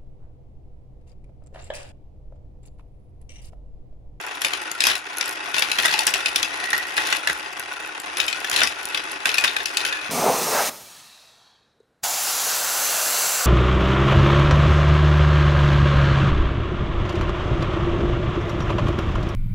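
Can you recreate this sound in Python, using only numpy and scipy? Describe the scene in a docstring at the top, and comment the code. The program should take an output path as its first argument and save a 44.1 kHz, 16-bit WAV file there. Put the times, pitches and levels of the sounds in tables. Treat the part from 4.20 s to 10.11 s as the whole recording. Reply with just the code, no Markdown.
"""A quiet room: glass marbles circle in the funnels of a plastic marble run, close to a phone.
Clacks ring dense plastic modes, then rebound; glass ticks are the same modes cut short and bright.
Knocks stir the marbles, so quick runs swell into a clatter of small random collisions that soon settles.
Rolling is a stream of tiny bumps, skidding is filtered noise, and some bowls and throats sing on.
The tower thuds softly on the floor, and a short room tail of decaying noise follows every clack."""
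import sys
import numpy as np
from scipy import signal
from scipy.fft import rfft, irfft, next_fast_len
from scipy.io import wavfile
from scipy.ndimage import uniform_filter1d

SR = 44100
rng = np.random.default_rng(int(sys.argv[2]) if len(sys.argv) > 2 else 0)


def generate_wav(sig):
    """Save sig (samples, or channels by samples) to the path in sys.argv[1] as 16-bit PCM at SR."""
    pcm = np.round(np.clip(np.atleast_2d(sig).T, -1, 1) * 32767).astype(np.int16)
    wavfile.write(sys.argv[1], SR, pcm)


N = 260624
TIME = np.arange(N) / SR

# marbles striking plastic: (time [s], relative level [dB], glassy edge [dB], part struck)
KNOCK_EVENTS = [(0.2172, -22, 4, "joint"), (0.247, -14.5, 0.5, "joint"), (0.334, -21, -1.5, "tube"),
                (0.605, -14.5, 2.5, "rim"), (0.6189, -22, -8, "spout"), (0.6382, -16, 7, "ramp"),
                (0.652, -17.5, 4, "lip"), (0.668, -11.5, 5, "lip"), (0.6825, -24, 6, "lip"),
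                (0.699, -19.5, -2, "ramp"), (0.719, -22, -14, "bowl"), (0.753, -24, 7, "rim"),
                (1.0103, -18, -6, "ramp"), (1.3427, -21, -4, "ramp"), (1.382, -16.5, -1, "joint"),
                (1.4219, -13.5, -4.5, "ramp"), (1.516, -17, -2, "tube"), (1.586, -13, -3, "bowl"),
                (1.623, -29, 15, "ramp"), (1.6517, -14, 0, "funnel"), (1.657, -17.5, 10.5, "joint"),
                (1.683, -25, -14, "funnel"), (1.7, -32, -13, "joint"), (1.7141, -25.5, 7, "rim"),
                (1.739, -15.5, -5, "ramp"), (1.7903, -14.5, 3.5, "joint"), (1.8679, -12.5, 9, "lip"),
                (1.876, -18.5, 2, "lip"), (1.9385, -15.5, 1, "ramp"), (2.0591, -15, -3, "tube"),
                (2.1591, -12, 3.5, "joint"), (2.229, -15.5, -1.5, "joint"), (2.531, -16, 0, "funnel"),
                (2.544, -24, -10, "funnel"), (2.767, -25.5, 8, "tube"), (2.779, -14.5, -6.5, "bowl"),
                (2.8702, -24.5, 7, "ramp"), (2.9259, -13, -4, "bowl"), (2.967, -25.5, 4, "tube"),
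                (3.0729, -14.5, 0.5, "spout"), (3.0976, -19, 4, "funnel"), (3.97, -22.5, 4, "ramp"),
                (4.0012, -15.5, 0, "tube"), (4.0813, -19.5, 0, "tube"), (4.1273, -22.5, -7, "tube"),
                (4.2449, -23, 2.5, "spout"), (4.314, -21, 13, "bowl"), (4.362, -14.5, 2, "rim"),
                (4.3755, -27, -3, "joint"), (4.3885, -21, -4, "bowl"), (4.4163, -11.5, -11, "bowl"),
                (4.4335, -12, 5, "lip"), (4.4728, -22, 4, "tube"), (4.746, -20, -6.5, "tube"),
                (4.7741, -21.5, -5, "joint"), (5.0561, -12.5, 1, "bowl"), (5.0913, -19.5, -6, "tube"),
                (5.142, -19.5, 1.5, "tube"), (5.1818, -14, 0.5, "tube"), (5.239, -14, -4, "ramp"),
                (5.2456, -12.5, -0.5, "bowl"), (5.2778, -18, -17, "rim"), (5.365, -18.5, -1, "spout"),
                (5.4025, -29.5, -18, "spout"), (5.457, -20.5, 3.5, "tube"), (5.5705, -14.5, 2, "rim"),
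                (5.605, -30, -6, "tube"), (5.6501, -18, -2, "ramp"), (5.6836, -33, -9, "tube"),
                (5.726, -23.5, -2, "spout")]
# plastic parts that marbles strike, by name: main mode (mode_hz [Hz], mode_db [dB], t60_s [s]),
# raised cluster of upper modes (upper_hz [Hz], upper_db [dB]), weight of the hollow body (hollow_db [dB]),
# and how much a knock there stirs other marbles (stir_db [dB])
PLASTIC_PARTS = {"bowl": dict(mode_hz=1553, mode_db=4, t60_s=0.011, upper_hz=2820, upper_db=3, hollow_db=4, stir_db=3.5),
                 "funnel": dict(mode_hz=1905, mode_db=9.5, t60_s=0.032, upper_hz=1690, upper_db=-0.5, hollow_db=12, stir_db=-3),
                 "spout": dict(mode_hz=1720, mode_db=7.5, t60_s=0.034, upper_hz=3540, upper_db=5, hollow_db=-1, stir_db=-10.5),
                 "ramp": dict(mode_hz=2457, mode_db=4, t60_s=0.022, upper_hz=5400, upper_db=1, hollow_db=-6, stir_db=2.5),
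                 "tube": dict(mode_hz=2520, mode_db=7.5, t60_s=0.036, upper_hz=3900, upper_db=0.5, hollow_db=-8.5, stir_db=-2.5),
                 "joint": dict(mode_hz=3523, mode_db=3.5, t60_s=0.029, upper_hz=4900, upper_db=1.5, hollow_db=-5, stir_db=-2),
                 "rim": dict(mode_hz=2514, mode_db=3.5, t60_s=0.014, upper_hz=4000, upper_db=6, hollow_db=-12, stir_db=-14),
                 "lip": dict(mode_hz=3890, mode_db=-2, t60_s=0.028, upper_hz=5350, upper_db=9.5, hollow_db=2.5, stir_db=-6.5)}
# colour of a knock: (frequency [Hz], level per Hz [dB])
KNOCK_SPECTRUM = [(120, -28), (450, -14), (900, -9.5), (1600, 1.5), (2600, 4), (5600, -1), (7000, -5.5),
                  (11500, -10), (16000, -23)]
# how hard the freely circling marbles jostle: (time [s], level [dB])
FREE_JOSTLE = [(0, -34), (.85, -34.5), (1.3, -31.5), (2.45, -23.5), (2.7, -31.5), (3.9, -38), (4.6, -31),
               (5.9, -30)]
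# colour of the rolling: (frequency [Hz], level per Hz [dB])
ROLL_SPECTRUM = [(150, -31), (370, -4), (570, -6), (780, 2), (1600, 5), (2700, 5), (4000, -5), (7000, -10),
                 (10000, -13), (15500, -52)]
# glass on glass: (time [s], relative level [dB])
TICK_EVENTS = [(0.515, -16), (0.9707, -22), (0.9834, -17), (1.058, -21.5), (1.0805, -21), (1.093, -18.5),
               (1.394, -12.5), (2.504, -18.5), (2.5787, -16), (3.13, -22), (3.396, -19.5), (3.8, -21.5),
               (4.065, -23), (4.2977, -14), (4.6542, -17.5)]
# lasting resonances of bowls and tubes: (frequency [Hz], width [Hz], level over the dense modes [dB])
BOWL_RINGS = [(859, 21.6, 3.5), (1540, 200, -14), (1914, 13, -4.5)]
# a bowl or tube left ringing: (time [s], frequency [Hz], level [dB], t60 [s])
SINGING_PARTS = [(1.658, 1940, -40, 0.14), (1.741, 857, -20, 0.088), (1.793, 870, -22, 0.12),
                 (1.868, 858, -32, 0.23), (5.727, 1740, -23.5, 0.16), (5.761, 1685, -30, 0.12)]
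# a marble spiralling down a funnel's throat: (time it drops through [s], level [dB], frequency [Hz])
SPIRAL_DROPS = [(2.545, -28.5, 1917), (5.76, -33.5, 2520)]
# colour of glass sliding on plastic, before a bass roll-off: (frequency [Hz], level per Hz [dB])
HISS_SPECTRUM = [(1500, 27), (4500, 7), (10500, -21), (12500, -49)]
# the room's ring: (frequency [Hz], t60 [s])
ROOM_DECAY = [(150, 0.18), (4000, 0.2), (14000, 0.15)]
# right microphone against the left: (frequency [Hz], likeness [0-1], level [dB], phase lag [rad])
RIGHT_PORT = [(300, .95, 0, 0), (866, .7, -1.5, -1.3), (1448, 0, -2, -2.5), (2615, .36, -2.5, -12.5),
              (4480, .44, -7, -12.5), (6600, .43, -5.5, -13), (8850, .95, 1.5, -8.5),
              (11200, .95, -1.5, -5.5), (16000, .8, 0, 3)]

DETUNE = 0.025  # spread, as a share, of a part's main mode with the place struck
CLUSTER_OCTAVES = 0.17  # half width of a part's cluster of upper modes
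PATCHY_DB = 4.5  # how much the place struck favours some groups of modes over others
STIR_DB, RUN_DB = -32.5, -20.5  # jostling added after any knock, and between knocks that follow closely
SETTLE_S = 0.63  # time for a knock's stir to fall by 60 dB
TOP_HZ = 15900  # upper limit of the phone


def undb(db):
    """Decibels to gain."""
    return 10 ** (np.asarray(db) / 20)


def unit(x):
    """Scale to rms 1."""
    return x / np.sqrt(np.mean(x ** 2) + 1e-18)


def across(hz, table, axis=1):
    """Read a column of a table along log frequency."""
    table = np.array(table, float)
    return np.interp(np.log(np.maximum(hz, 1)), np.log(table[:, 0]), table[:, axis])


def fade(t, t60):
    """Exponential decay, 60 dB down after t60."""
    return np.exp(-np.log(1000) * t / t60)


def filtered(x, response):
    """Filter by a complex response given as a function of Hz."""
    size = next_fast_len(N + SR // 2)
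    f = np.arange(size // 2 + 1) * SR / size + 1e-3
    return irfft(rfft(x, size) * response(f), size)[..., :N]


def resonance(f, hz, width):
    """Response of one damped mode, gain 1 at its centre."""
    return 1 / (1 + 1j * (f - hz * hz / f) / width)


def add(out, s, sound):
    """Mix a sound in at time s."""
    i = int(np.clip(s * SR, 0, N - 1))
    out[:, i:i + sound.shape[1]] += sound[:, :N - i]


def plastic(t60_s, slope, rise_s, crossing_s, count=340):
    """The dense, quickly damped modes of thin plastic: their frequencies and free rings."""
    hz = np.linspace(np.sqrt(90), np.sqrt(16000), count) ** 2
    hz = hz * (1 + .004 * rng.standard_normal(count))
    t = np.arange(SR // 10) / SR
    t60 = np.minimum(t60_s * (hz / 3000) ** -slope, .1)[:, None]
    # bending waves keep their strength until they reach the joints; high ones get there sooner
    crossing = crossing_s * np.sqrt(3000 / hz)[:, None]
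    envelope = fade(np.maximum(t - crossing, 0), t60) * (1 - np.exp(-t / rise_s))
    return hz, np.exp(2j * np.pi * hz[:, None] * t) * envelope


def strike(shell, colour_db):
    """Each contact point favours its own mode groups and sends each mode differently to each microphone."""
    hz, rings = shell
    shape = rng.standard_normal((2, len(hz))) + 1j * rng.standard_normal((2, len(hz)))
    drift = uniform_filter1d(rng.standard_normal(len(hz) + 1), size=7)
    groups_db = PATCHY_DB * unit(np.diff(uniform_filter1d(drift, size=7)))
    # high modes lie further apart, so each carries more
    weights = shape * undb(colour_db + groups_db) * np.sqrt(np.sqrt(hz))
    sound = (weights @ rings).real
    onset = sound[:, :SR * 6 // 1000]  # the first 6 ms set the level
    return sound / np.sqrt(np.mean(onset ** 2))


def contacts(shell, rate, spread_db, size, colour_db):
    """Random small blows of uneven strength at one place, rung through the plastic."""
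    size = size * undb(spread_db * np.minimum(rng.exponential(size=N), 3))
    blows = (rng.random(N) < rate / SR) * rng.choice([-1, 1], N) * size
    return signal.oaconvolve(blows[None], strike(shell, colour_db), axes=1)[:, :N]


def knocks(shell, gain_db, left_db, left_per_hollow, swell_s, bounce_db, bounce_s, scatter_db, count=3):
    """Clacks on plastic: dense modes, one strong mode and a raised cluster, then weakening rebounds."""
    out, hz = np.zeros((2, N)), shell[0]
    t = np.arange(shell[1].shape[1]) / SR
    body = across(hz, [(2000, 0.85), (2450, 0.11)])
    edge = across(hz, [(4000, 0.043), (8000, 1.0)])
    for s, db, glassy_db, part_name in KNOCK_EVENTS:
        part = PLASTIC_PARTS[part_name]
        hollow_db = part["hollow_db"]
        mode_hz = part["mode_hz"] * (1 + DETUNE * rng.standard_normal())
        cluster = np.exp(-(np.log2(hz / part["upper_hz"]) / CLUSTER_OCTAVES) ** 2)
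        colour = across(hz, KNOCK_SPECTRUM) + hollow_db * body + glassy_db * edge
        colour = colour + part["upper_db"] * cluster
        envelope = fade(t, part["t60_s"]) * (1 - np.exp(-t / swell_s))
        tone = np.sin(2 * np.pi * (mode_hz * t + rng.random((2, 1)))) * envelope
        clack = strike(shell, colour) + undb(part["mode_db"]) * tone
        # thin, bright clacks come from close on the left; hollow ones from further down the tower
        pan = np.array([[.5], [-.5]]) * (left_db - left_per_hollow * hollow_db)
        add(out, s, clack * undb(db + gain_db + pan))
        rebound = strike(shell, colour)
        for k in range(count):
            s += bounce_s * rng.uniform(.4, 1.6)
            rebound_db = db + bounce_db - 2 * k + scatter_db * rng.standard_normal()
            add(out, s, rebound * undb(rebound_db))
    return out


def jostling():
    """How hard the marbles jostle, in dB: each knock stirs them, and in a quick run they never settle."""
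    after, before = 0, 0
    for s, _, _, part in KNOCK_EVENTS:
        stir = (undb(PLASTIC_PARTS[part]["stir_db"]) * fade(np.abs(TIME - s), SETTLE_S)) ** 2
        after = after + stir * (TIME >= s)
        before = before + stir * (TIME < s)  # high when the next knock is near
    calm = undb(np.interp(TIME, *np.transpose(FREE_JOSTLE))) ** 2
    stirred = after * (undb(STIR_DB) ** 2 + undb(RUN_DB) ** 2 * before)
    return 10 * np.log10(calm + stirred)


def rattle(shell, bustle, db, per_s, crowding, scatter_db, bright_db, count=14):
    """Jostling marbles skip and touch: the busier they are, the more and the harder the small collisions."""
    hz, chatter = shell[0], 0
    crowd = undb(crowding * (bustle - bustle.mean()))
    for _ in range(count):
        tilt = bright_db + rng.uniform(-0.9, 1)  # dB per octave
        colour = across(hz, KNOCK_SPECTRUM) + tilt * np.log2(hz)
        chatter = chatter + contacts(shell, per_s * crowd, scatter_db, crowd ** -.5, colour)
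    return unit(chatter) * undb(bustle + db)


def rolling(shell, bustle, db, follow, bumps_per_s, rough_db, far_side_db, count=5):
    """Each marble rides over tiny bumps; its colour shifts as it circles from near to far side of a bowl."""
    hum = 0
    for _ in range(count):
        angle = np.pi * (rng.uniform(1, 1.988) * TIME + rng.random())
        for side in (np.sin(angle), np.cos(angle) * undb(far_side_db)):
            hum = hum + contacts(shell, bumps_per_s, rough_db, side, across(shell[0], ROLL_SPECTRUM))
    return unit(hum) * undb(db + follow * (bustle - bustle.mean()))


def ticks(shell, gain_db, t60_s, tilt_db, again_s, grazes_per_s, graze_db, scatter_db):
    """Glass meets glass for an instant, and once more softly; throughout, marbles graze each other faintly."""
    hz, rings = shell
    brief = hz, rings * fade(np.arange(rings.shape[1]) / SR, t60_s)
    tilt = tilt_db * np.log2(np.minimum(hz / 10000, 1))  # per octave below 10 kHz
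    colour = tilt + across(hz, [(12500, 15), (16000, -13)])
    out = 0
    for _ in range(2):  # two places, each with half the grazes
        out = out + contacts(brief, grazes_per_s / 2, scatter_db, undb(graze_db), colour)
    for s, db in TICK_EVENTS:
        tick = strike(brief, colour) * undb(db + gain_db)
        add(out, s, tick)
        add(out, s + again_s * rng.uniform(.5, 1), tick * .5 * rng.random())
    return out


def sings(swell_s, split_hz, twin_db, rough):
    """Some blows leave one bowl or tube mode ringing on; it beats against a close twin and flutters."""
    out, t = np.zeros((2, N)), np.arange(SR // 2) / SR
    for s, hz, db, t60 in SINGING_PARTS:
        phase = rng.random((2, 2, 1))
        lower = np.sin(2 * np.pi * ((hz - split_hz / 2) * t + phase[0]))
        upper = np.sin(2 * np.pi * ((hz + split_hz / 2) * t + phase[1]))
        pair = lower + undb(twin_db) * upper
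        flutter = 1 + rough * unit(uniform_filter1d(rng.standard_normal(len(t)), size=300))
        envelope = fade(t, t60) * (1 - np.exp(-t / swell_s))
        add(out, s, pair * flutter * envelope * undb(db))
    return out


def spirals(width_hz, rise_s, fall_s, laps_per_s, waver_db):
    """A marble spinning in a funnel's throat makes it sing, swelling each lap, then dying after the drop."""
    out = 0
    for drop_s, db, hz in SPIRAL_DROPS:
        noise = rng.standard_normal((2, N))
        note = unit(filtered(noise, lambda f: resonance(f, hz, width_hz) ** 2))
        lap = np.cos(2 * np.pi * laps_per_s * (TIME - drop_s))
        envelope = fade(np.abs(TIME - drop_s), np.where(TIME < drop_s, rise_s, fall_s))
        out = out + note * undb(db + waver_db * lap) * envelope
    return out


def hiss(bustle, db, follow):
    """Glass skidding on smooth plastic: a fine, unbroken hiss that grows with the jostling."""
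    def colour(f):
        return undb(across(f, HISS_SPECTRUM)) * (f / (f + 1000)) ** 2
    noise = unit(filtered(rng.standard_normal((2, N)), colour))
    return noise * undb(db + follow * (bustle - bustle.mean()))


def tower(thud_db, thud_hz, width_hz):
    """Knocks shake the whole tower, which thuds on the floor."""
    blows = np.zeros((1, N))
    for s, db, *_ in KNOCK_EVENTS:
        add(blows, s, undb(db) * rng.standard_normal((1, 1)))
    return unit(filtered(blows, lambda f: resonance(f, thud_hz, width_hz) ** 2)) * undb(thud_db)


def bump(s, db, hz, width_hz):
    """One dull, low bump: a single push through a broad low resonance, db at its peak."""
    push = np.zeros((1, N))
    add(push, s, np.ones((1, 1)))
    sound = filtered(push, lambda f: resonance(f, hz, width_hz) ** 2)
    return sound / np.abs(sound).max() * undb(db)


def room(x, wet_db, gap_s, treble_db):
    """A diffuse tail from nearby floor and walls; the treble dies first."""
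    t = np.arange(SR // 2) / SR
    f = np.arange(len(t) // 2 + 1) * SR / len(t)
    noise, tail = rfft(rng.standard_normal((2, len(t)))), 0
    edges = [0, 300, 700, 1500, 3000, 6000, 10000, SR / 2]  # decay bands, Hz
    for lo, hi in zip(edges, edges[1:]):
        band = irfft(noise * ((f >= lo) & (f < hi)), len(t))
        tail = tail + band * fade(t, across((lo + hi) / 2, ROOM_DECAY))
    tail = tail * np.clip(t / gap_s - .5, 0, 1)
    wet = signal.oaconvolve(x, tail / np.sqrt(np.sum(tail ** 2) / 2), axes=1)[:, :N]
    return filtered(wet, lambda f: undb(wet_db + treble_db * across(f, [(2500, 0.69), (10000, 1.0)])))


def rumble(db, hz, width_hz):
    """The quiet room's low background: noise through a low resonance."""
    return unit(filtered(rng.standard_normal(N), lambda f: resonance(f, hz, width_hz) ** 2)) * undb(db)


def microphones(x):
    """Two ports: the right one's likeness to the left, level and phase lag vary with frequency."""
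    def likeness(f):
        return np.clip(across(f, RIGHT_PORT), 0, .99)

    def shading(f):
        return undb(across(f, RIGHT_PORT, axis=2)) * np.exp(-1j * across(f, RIGHT_PORT, axis=3))

    shared = filtered(x[0], likeness)
    separate = filtered(x[1], lambda f: np.sqrt(1 - likeness(f) ** 2))
    return np.array([x[0], filtered(shared + separate, shading)])


def bowls(f):
    """The few lasting resonances stand out of the dense modes."""
    return 1 + sum(undb(db) * resonance(f, hz, width) for hz, width, db in BOWL_RINGS)


def scene():
    """All contacts sound through the same plastic; each kind reaches the room from its own place."""
    shell = plastic(t60_s=0.028, slope=0.29, rise_s=0.0003, crossing_s=0.0018)  # t60 at 3 kHz
    clacks = knocks(shell, gain_db=1.5, left_db=1.5, left_per_hollow=0.29, swell_s=0.0015,
                    bounce_db=-9.5, bounce_s=.011, scatter_db=-1.0)
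    bustle = jostling()
    chatter = rattle(shell, bustle, db=-7.0, per_s=15, crowding=.45, scatter_db=4.5, bright_db=-1.0)
    roll = rolling(shell, bustle, db=-31.0, follow=0.17, bumps_per_s=70, rough_db=1.5, far_side_db=-5)
    glass = ticks(shell, gain_db=-7, t60_s=0.02, tilt_db=2.0, again_s=0.002,
                  grazes_per_s=16, graze_db=-40.5, scatter_db=3.0)
    ringing = sings(swell_s=0.0008, split_hz=22, twin_db=0.5, rough=0.18)
    ringing = ringing + spirals(width_hz=160, rise_s=1.5, fall_s=1.0, laps_per_s=15, waver_db=0.5)
    skid = hiss(bustle, db=-45, follow=0.43)
    layers = [filtered(x, bowls) for x in (clacks, roll, chatter)] + [glass, ringing, skid]
    near = sum(x + room(x, wet_db=-4.0, gap_s=0.0036, treble_db=-8.0) for x in layers)
    lows = tower(thud_db=-64, thud_hz=65.2, width_hz=12)
    lows = lows + bump(s=5.895, db=-28, hz=198, width_hz=250)
    lows = lows + rumble(db=-65, hz=57.4, width_hz=51)
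    return microphones(near) + lows


def record(dry):
    """The phone cuts the deepest bass, rounds the loudest peaks and cuts the top."""
    bass_cut = signal.butter(2, 38, "high", fs=SR, output="sos")
    rounded = np.tanh(signal.sosfilt(bass_cut, dry))
    top_cut = signal.ellip(8, .1, 60, TOP_HZ, fs=SR, output="sos")
    return signal.sosfiltfilt(top_cut, rounded)


dry = scene()
out = record(dry)
generate_wav(out)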